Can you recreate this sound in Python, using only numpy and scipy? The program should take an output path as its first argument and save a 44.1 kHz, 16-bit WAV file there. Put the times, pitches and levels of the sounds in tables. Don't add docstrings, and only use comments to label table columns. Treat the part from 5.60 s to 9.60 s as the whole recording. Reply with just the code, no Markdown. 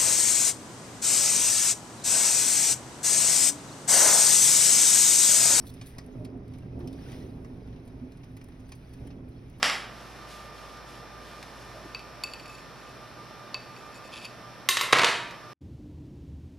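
import sys
import numpy as np
from scipy import signal
from scipy.fft import rfft, irfft
from scipy.io import wavfile
from scipy.ndimage import uniform_filter1d

SR = 44100
rng = np.random.default_rng(int(sys.argv[2]) if len(sys.argv) > 2 else 0)


def waveform_to_disk(signal):
    frames = np.transpose(np.atleast_2d(signal))
    scaled = np.clip(frames, -1, 1) * 32767
    samples = np.round(scaled).astype(np.int16)
    wavfile.write(sys.argv[1], SR, samples)


N = 176400
T = np.arange(N) / SR
HZ = np.maximum(np.arange(N // 2 + 1) * SR / N, 1)

# (time [s], level [dB])
GUST_LEVEL = [(0, -48.5), (0.3, -52.5), (0.5, -47), (0.58, -44), (0.76, -43), (0.88, -48), (1.1, -47.5),
              (1.18, -41.5), (1.27, -42.5), (1.36, -44), (1.65, -44), (2.25, -50), (2.44, -47), (2.56, -52),
              (3.35, -53), (3.43, -47), (3.62, -48.5), (4, -53)]
RUMBLE_LEVEL = [(0.0, -47), (0.54, -47.5), (0.6, -39), (0.66, -45.5), (1.11, -42.5), (1.16, -43),
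                (1.32, -43.5), (1.8, -43.5), (1.84, -48.5), (2.18, -44), (2.22, -50.5), (2.45, -44),
                (2.49, -56), (2.56, -47.5), (3.39, -50), (3.42, -43), (3.45, -45.5), (4.0, -50)]
# (pitch [Hz], width [Hz], level [dB])
BUILDING_MODES = [(31.1, 10, -0.5), (61.4, 20, -1), (121.5, 13, -4.5), (263, 16.6, -3)]
DEEP_MODES = [(75.2, 22.2, -4.5), (118, 12.1, -0.5), (165.8, 8.6, -6.5)]
PANE_MODES = [(260.2, 23.8, -1), (350, 35, -11), (406.6, 46, -10.5), (436, 3.4, -22.5), (610, 69, -18.5)]
GLASS_MODES = [(1170, 140, -4), (1950, 220, -3), (2450, 190, 0), (3065, 260, -7), (5180, 520, -6)]
# (time [s], patter level [dB], hiss level [dB])
RAIN_LEVEL = [(0, -63, -63), (.12, -62, -67), (.19, -61.5, -72), (.3, -61.5, -63.5), (.43, -64.5, -78),
              (.6, -67, -75), (.8, -71.5, -87), (.95, -65, -73.5), (1.1, -68.5, -82), (1.3, -64, -74),
              (1.53, -53.5, -63.5), (1.74, -67, -74), (2.05, -66.5, -78.5), (2.4, -67.5, -78.5),
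              (2.85, -67.5, -76.5), (3.46, -64, -74), (3.62, -72, -83), (3.74, -67, -78), (4, -66, -77)]
# (time [s], length [s], pitch [Hz], level [dB])
FRAME_RING = (0.0, .034, 5520, -62)
# (time [s], length [s], level [dB], sizzle above that level [dB])
SPRAY_BURSTS = [(0.066, 0.018, -52.5, -1.5), (0.09, 0.014, -51.5, -13), (0.258, 0.016, -58, 4.5)]
# (time [s], level [dB], dull above [Hz])
THUDS = [(0.038, -35, 2600), (0.365, -36.5, 970), (0.555, -34, 700), (0.686, -45, 900), (0.766, -53, 900),
         (0.911, -40, 700), (1.931, -35, 400)]
# (time [s], level [dB], knock share [dB], splash share [dB], ring pitch [Hz])
LARGE_DROPS = [(0.1394, -64.5, -16, 9, 1900), (0.2119, -42.5, -10.5, -37, 2430),
               (0.3823, -42, -2.5, -18.5, 1920), (0.461, -70.5, 2, 1.5, 2280),
               (0.6474, -48, -11, -13, 3240), (0.879, -68.5, -10, -6, 2400), (0.936, -60, -10, -12, 2520),
               (0.984, -62.5, -14, -7.5, 2150), (1.207, -62, 7, -35, 2040),
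               (1.2735, -46.5, -25, -16.5, 3100), (1.3276, -52, -16, -13, 3610), (1.485, -69, 0, -19, 2450),
               (1.517, -51.5, -3.5, -12, 2390), (1.8456, -57.5, 4.5, -25, 2170),
               (2.276, -59, -26, -11, 2300), (2.5183, -56.5, -14, -14.5, 2450),
               (2.571, -62.5, -12, -9, 1920), (2.641, -67.5, -16, -1.5, 2470),
               (2.7665, -52.5, -5.5, -7.5, 2030), (2.812, -54.5, -0.5, -23, 2400),
               (2.8404, -63, -8, -4.5, 2080), (2.8848, -63.5, 5.5, -9, 2020), (2.9996, -63, -14, -12, 2530),
               (3.0893, -58, -2, -7, 2900), (3.119, -44, -8, -17, 2450), (3.335, -57, -13, -7.5, 2020),
               (3.47, -56.5, -2, -6.5, 2100), (3.8974, -71, -3, -1.5, 2330)]
# (pitch [Hz], level [dB])
FRAME_MODES = [(1160, -13), (5140, -8), (6150, -14)]
# (peak time [s], half length [s], pitch [Hz], level [dB])
BOOMS = [(0.591, 0.024, 121, -39.5), (0.617, 0.032, 610, -50.5), (0.719, 0.059, 264, -40.5),
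         (0.78, 0.023, 408, -45.5), (1.186, 0.049, 71.55, -41.5), (1.195, 0.015, 250, -44),
         (1.235, .04, 350, -45.5), (1.281, 0.038, 256, -45.5), (1.653, 0.026, 385, -49),
         (1.931, 0.0081, 254, -40), (2.096, 0.072, 59, -45.5), (2.434, 0.018, 248.3, -39.5)]
# (time [s], level [dB])
BUFFETS = [(.585, -49), (1.15, -43.5), (1.221, -40.5), (3.403, -45)]
# (frequency [Hz], level [dB])
RUMBLE_TONE = [(15, -6), (25, -15), (40, -22.5), (58, 5.5), (95, -4.5), (145, 0), (200, -12), (320, -13.5),
               (700, -76)]
ROAR_TONE = [(100, -20.5), (190, 1.5), (250, -1.5), (400, -6), (520, -10), (700, -12), (1000, -22.5),
             (1600, -33), (4000, -93)]
PATTER_TONE = [(400, -11.5), (900, 12), (1600, 6), (2350, 7), (3700, 6.5), (4600, 2), (5200, 4),
               (6200, 2.5), (8500, -80), (16000, -26)]
HISS_TONE = [(2000, -6), (5000, 2), (7000, -3), (9000, 9), (11200, 8), (13000, 5.5), (16000, -3.5)]
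FAR_RAIN_TONE = [(200, 10), (600, 7), (1100, 4.5), (1700, 2), (2400, 1), (3500, -19), (6000, -38),
                 (16000, -40)]
SPRAY_TONE = [(1200, -17), (2800, -22), (3900, 3.5), (4800, -8), (5600, -7), (9000, -8), (16000, -4.5)]
THUD_TONE = [(80, 17), (200, -10), (500, 3.5), (900, 0), (1800, -10.5), (4000, -35)]
KNOCK_TONE = [(300, -8), (700, 4), (950, 3), (1150, 8.5), (1400, -6.5), (1900, 5), (4000, -26.5)]
SPLAT_TONE = [(600, -22), (1500, -56), (2300, 11.5), (3600, 5.5), (5200, 8.5), (6500, 4.5), (9000, -1),
              (16000, -33)]
BUFFET_TONE = [(25, -5), (65, -10), (125, 10), (200, -24), (300, -12), (480, -7.5), (900, -24), (4000, -97)]
# (frequency [Hz], likeness [0 to 1])
EAR_LIKENESS = [(60, 0.99), (200, 1), (380, 0.92), (700, 0.28), (1300, 0.14), (2200, 0), (3200, 0.072),
                (4200, 0.0076), (6000, 0), (16000, 0)]
# (frequency [Hz], left minus right [dB])
BALANCE = [(30, -1.5), (60, -0.5), (125, -2), (260, -3.5), (500, -3), (1000, 0)]
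# (frequency [Hz], phase lead [radians])
WINDOW_LEAD = [(0, 0), (400, .3), (1200, 1.6), (2000, .4), (3000, 1.7), (4000, .9), (5000, .3), (6000, 1.3),
               (7300, 3.14), (10400, 6.28), (13400, 9.42), (16000, 12.3)]

RUMBLE_DB, DEEP_MODES_DB, BUILDING_DB, ROAR_DB, PANE_DB = -6.5, -2.5, -55, -3, -1.5
DRUMS_PER_S, PATTER_PER_S, HISS_PER_S = 500, 2500, 5600
PATTER_DB, GLASS_DB, HISS_DB, FAR_RAIN_DB = -2.5, -19, -0.5, -62.5
CLUMPS_PER_S, CLUMP_DB, CLUMP_DECAY_S = 4.2, 12, 0.012
PINGS_PER_S, PING_WIDTH_HZ, PING_DB = 150, 30, -8
SPRAY_EDGE_S, THUD_DECAY_S, BUFFET_RISE_S = 0.004, 0.0075, 0.017
DROP_DB, KNOCK_DB, SPLASH_DB, UNEVEN_DB = -8, 5, 19.5, 4
IMPACT_RISE_S, SPLAT_S, SPLAT_TAIL_DB, SPLAT_TAIL_S = 0.0017, 0.0078, 0.5, 0.015
SPLASH_RISE_S, SPLASH_DECAY_S, RING_DB, RING_DECAY_S = 0.0008, 0.005, -1.5, 0.01
MIDDLING_DROP_DB, RING_GROWTH = -50.5, 0.1
HISS_ROOM_DB, ROOM_DULLS_HZ, CUTOFF_HZ = -13, 9000, 15950


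def from_db(db):
    return 10 ** (np.asarray(db) / 20)


def rms_one(x):
    return x / np.sqrt(np.mean(x ** 2) + 1e-20)


def in_time(rows):
    s, *columns = np.transpose(rows)
    return [np.interp(T, s, c) for c in columns]


def at_hz(points):
    hz, value = np.transpose(points)
    return np.interp(np.log(HZ), np.log(hz), value)


def colour(x, tone):
    return rms_one(irfft(rfft(x) * from_db(at_hz(tone)), N))


def white():
    return rng.standard_normal((2, N))


def sine(hz, t):
    return np.sqrt(2) * np.sin(2 * np.pi * (hz * t + rng.random()))


def grains(per_s, spread_db, smooth):
    sizes = from_db(spread_db * np.minimum(rng.exponential(1, (2, N)), 4)) * rng.choice([-1, 1], (2, N))
    lands = rng.random((2, N)) < per_s / SR
    return rms_one(rms_one(sizes * lands) + smooth * white())


def in_room(pair):
    mid, side = rfft(pair)
    alike = np.clip(at_hz(EAR_LIKENESS), -.999, .999)
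    sign = np.array([[1], [-1]])
    ears = np.sqrt((1 + alike) / 2) * mid + sign * np.sqrt((1 - alike) / 2) * side
    return irfft(ears * from_db(sign * at_hz(BALANCE) / 2), N)


def from_window(x):
    lag = np.interp(HZ, *np.transpose(WINDOW_LEAD))
    return np.array([x, irfft(rfft(x) * np.exp(-1j * lag), N)])


def on_glass(pair, tone, room_db):
    room = in_room(np.array([pair[1], rng.standard_normal(N)]))
    dull_room = irfft(rfft(room) / (1 + (HZ / ROOM_DULLS_HZ) ** 4), N)
    return colour(from_window(pair[0]) + from_db(room_db) * dull_room, tone)


def ring(x, hz, width_hz):
    r = np.exp(-np.pi * width_hz / SR)
    feedback = [1, -2 * r * np.cos(2 * np.pi * hz / SR), r * r]
    return signal.lfilter(np.array([1, 0, -1]) * (1 - r * r) / 2, feedback, x)


def uneven(x, count):
    spectrum = rfft(x)
    places = np.linspace(0, count - 1, spectrum.shape[-1])
    bumps = np.interp(places, np.arange(count), rng.standard_normal(count))
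    return rms_one(irfft(spectrum * from_db(UNEVEN_DB * bumps), x.shape[-1]))


def burst(s, length_s):
    rise = np.clip((T - s) / SPRAY_EDGE_S, 0, 1)
    return rise * np.exp(-np.maximum(T - s - length_s, 0) / SPRAY_EDGE_S)


def shaken(modes, steady):
    out = 0
    for hz, width_hz, db in modes:
        off_pitch = (HZ / hz - hz / HZ) * hz / (width_hz * np.pi / 2)
        hum = rms_one(irfft(rfft(in_room(white())) / (1 + 1j * off_pitch) ** 2, N))
        power = uniform_filter1d(np.mean(hum ** 2, axis=0), size=6000) + 1e-6
        out = out + from_db(db) * rms_one(hum / power ** (steady / 2))
    return out


def wind():
    gust_gain, rumble_gain = from_db(in_time(GUST_LEVEL)[0]), from_db(in_time(RUMBLE_LEVEL)[0])
    rumble = from_db(RUMBLE_DB) * colour(in_room(white()), RUMBLE_TONE)
    rumble += from_db(DEEP_MODES_DB) * shaken(DEEP_MODES, steady=1.0)
    drumming = grains(DRUMS_PER_S, spread_db=3.0, smooth=0.79)
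    roar = from_db(ROAR_DB) * colour(in_room(drumming), ROAR_TONE)
    building = from_db(BUILDING_DB) * shaken(BUILDING_MODES, steady=0.5)
    pane = from_db(PANE_DB) * shaken(PANE_MODES, steady=0.45)
    return building + rumble_gain * rumble + gust_gain * (roar + pane)


def rain():
    patter_gain, hiss_gain = from_db(in_time(RAIN_LEVEL))
    hits = grains(PATTER_PER_S, spread_db=0.5, smooth=0.67)
    glass = sum(from_db(db) * rms_one(ring(hits, hz, width_hz)) for hz, width_hz, db in GLASS_MODES)
    patter = from_db(PATTER_DB) * on_glass(hits, PATTER_TONE, room_db=-0.5)
    patter += from_db(GLASS_DB) * (from_window(glass[0]) + 0.045 * in_room(glass[::-1]))
    fine_hits = grains(HISS_PER_S, spread_db=3.5, smooth=0.97)
    hiss = from_db(HISS_DB) * on_glass(fine_hits, HISS_TONE, HISS_ROOM_DB)
    far = from_db(FAR_RAIN_DB) * colour(in_room(grains(400, spread_db=0.5, smooth=1.0)), FAR_RAIN_TONE)
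    return patter_gain * (clumps() * patter + pings()) + hiss_gain * clumps() * hiss + far


def clumps():
    landings = (rng.random(N) < CLUMPS_PER_S / SR) * rng.random(N)
    surges = signal.lfilter([1], [1, -np.exp(-1 / (CLUMP_DECAY_S * SR))], landings + 1e-18)
    return 1 + from_db(CLUMP_DB) * surges


def pings(count=24):
    sizes = from_db(4.1 * np.minimum(rng.exponential(1, N), 3))
    hits = sizes * (rng.random(N) < PINGS_PER_S / SR)
    picked = rng.integers(0, count, N)
    rings = sum(ring(hits * (picked == k) + 1e-18, hz, PING_WIDTH_HZ) / np.sqrt(hz)
                for k, hz in enumerate(np.geomspace(1400, 6500, count)))
    return from_db(PING_DB) * from_window(rms_one(rings))


def frame_ring():
    s, length_s, hz, db = FRAME_RING
    return from_window(from_db(db) * burst(s, length_s) * np.sin(2 * np.pi * hz * T))


def thuds():
    body, out = colour(in_room(white()), THUD_TONE), 0
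    for s, db, top_hz in THUDS:
        age = np.maximum(T - s, 0)
        level = from_db(db) * (1 - np.exp(-age / IMPACT_RISE_S)) * np.exp(-age / THUD_DECAY_S)
        out = out + signal.sosfilt(signal.butter(2, top_hz, fs=SR, output="sos"), level * body + 1e-18)
    return out


def spray():
    body_gain = sum(from_db(db) * burst(s, length_s) for s, length_s, db, _ in SPRAY_BURSTS)
    sizzle_gain = sum(from_db(db + extra) * burst(s, length_s) for s, length_s, db, extra in SPRAY_BURSTS)
    droplets = on_glass(grains(900, spread_db=0.0, smooth=0.4), SPRAY_TONE, room_db=-19)
    body = body_gain * uneven(droplets, count=70)
    sizzle = on_glass(grains(790, spread_db=1.5, smooth=0.25), HISS_TONE, HISS_ROOM_DB)
    return body + sizzle_gain * uneven(sizzle, count=50)


def large_drops(size=4096):
    knock = colour(in_room(white()), KNOCK_TONE)
    splat = on_glass(grains(2800, spread_db=0.5, smooth=0.25), SPLAT_TONE, room_db=-18.5)
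    splash = on_glass(grains(9900, spread_db=11.5, smooth=0.76), HISS_TONE, HISS_ROOM_DB)
    age = np.arange(size) / SR
    rise = 1 - np.exp(-age / IMPACT_RISE_S)
    tail = from_db(SPLAT_TAIL_DB) * np.exp(-age / SPLAT_TAIL_S)
    body_shape = rise * (np.exp(-(age / SPLAT_S) ** 2) + tail)
    tick_shape = (1 - np.exp(-age / SPLASH_RISE_S)) * np.exp(-age / SPLASH_DECAY_S)
    out, rings = np.zeros((2, N + size)), np.zeros(N + size)
    for k, (s, db, knock_db, splash_db, ring_hz) in enumerate(LARGE_DROPS):
        part = np.s_[:, k * size:(k + 1) * size]
        start, gain = int(s * SR), from_db(db + DROP_DB)
        body = uneven(splat[part], count=70) + from_db(knock_db + KNOCK_DB) * knock[part]
        tick = from_db(splash_db + SPLASH_DB) * uneven(splash[part], count=40)
        modes = sum(from_db(mode_db) * sine(hz, age) for hz, mode_db in [(ring_hz, RING_DB), *FRAME_MODES])
        weight = from_db(RING_GROWTH * (db - MIDDLING_DROP_DB))
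        out[:, start:start + size] += gain * (body_shape * body + tick_shape * tick)
        rings[start:start + size] += gain * weight * rise * np.exp(-age / RING_DECAY_S) * modes
    return out[:, :N] + from_window(rings[:N])


def booms():
    swing = sum(from_db(db) * np.exp(-((T - s) / half_s) ** 2) * sine(hz, T)
                for s, half_s, hz, db in BOOMS)
    return in_room(np.array([swing, np.zeros(N)]))


def buffets():
    level = 0
    for s, db in BUFFETS:
        age = np.maximum(T - s, 0) / BUFFET_RISE_S
        level = level + from_db(db) * age * np.exp(1 - age)
    return level * colour(in_room(white()), BUFFET_TONE)


def scene():
    return wind() + buffets() + booms() + rain() + large_drops() + spray() + frame_ring() + thuds()


def record(dry):
    return signal.sosfilt(signal.ellip(10, .2, 80, CUTOFF_HZ, fs=SR, output="sos"), dry)


dry = scene()
out = record(dry)
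waveform_to_disk(out)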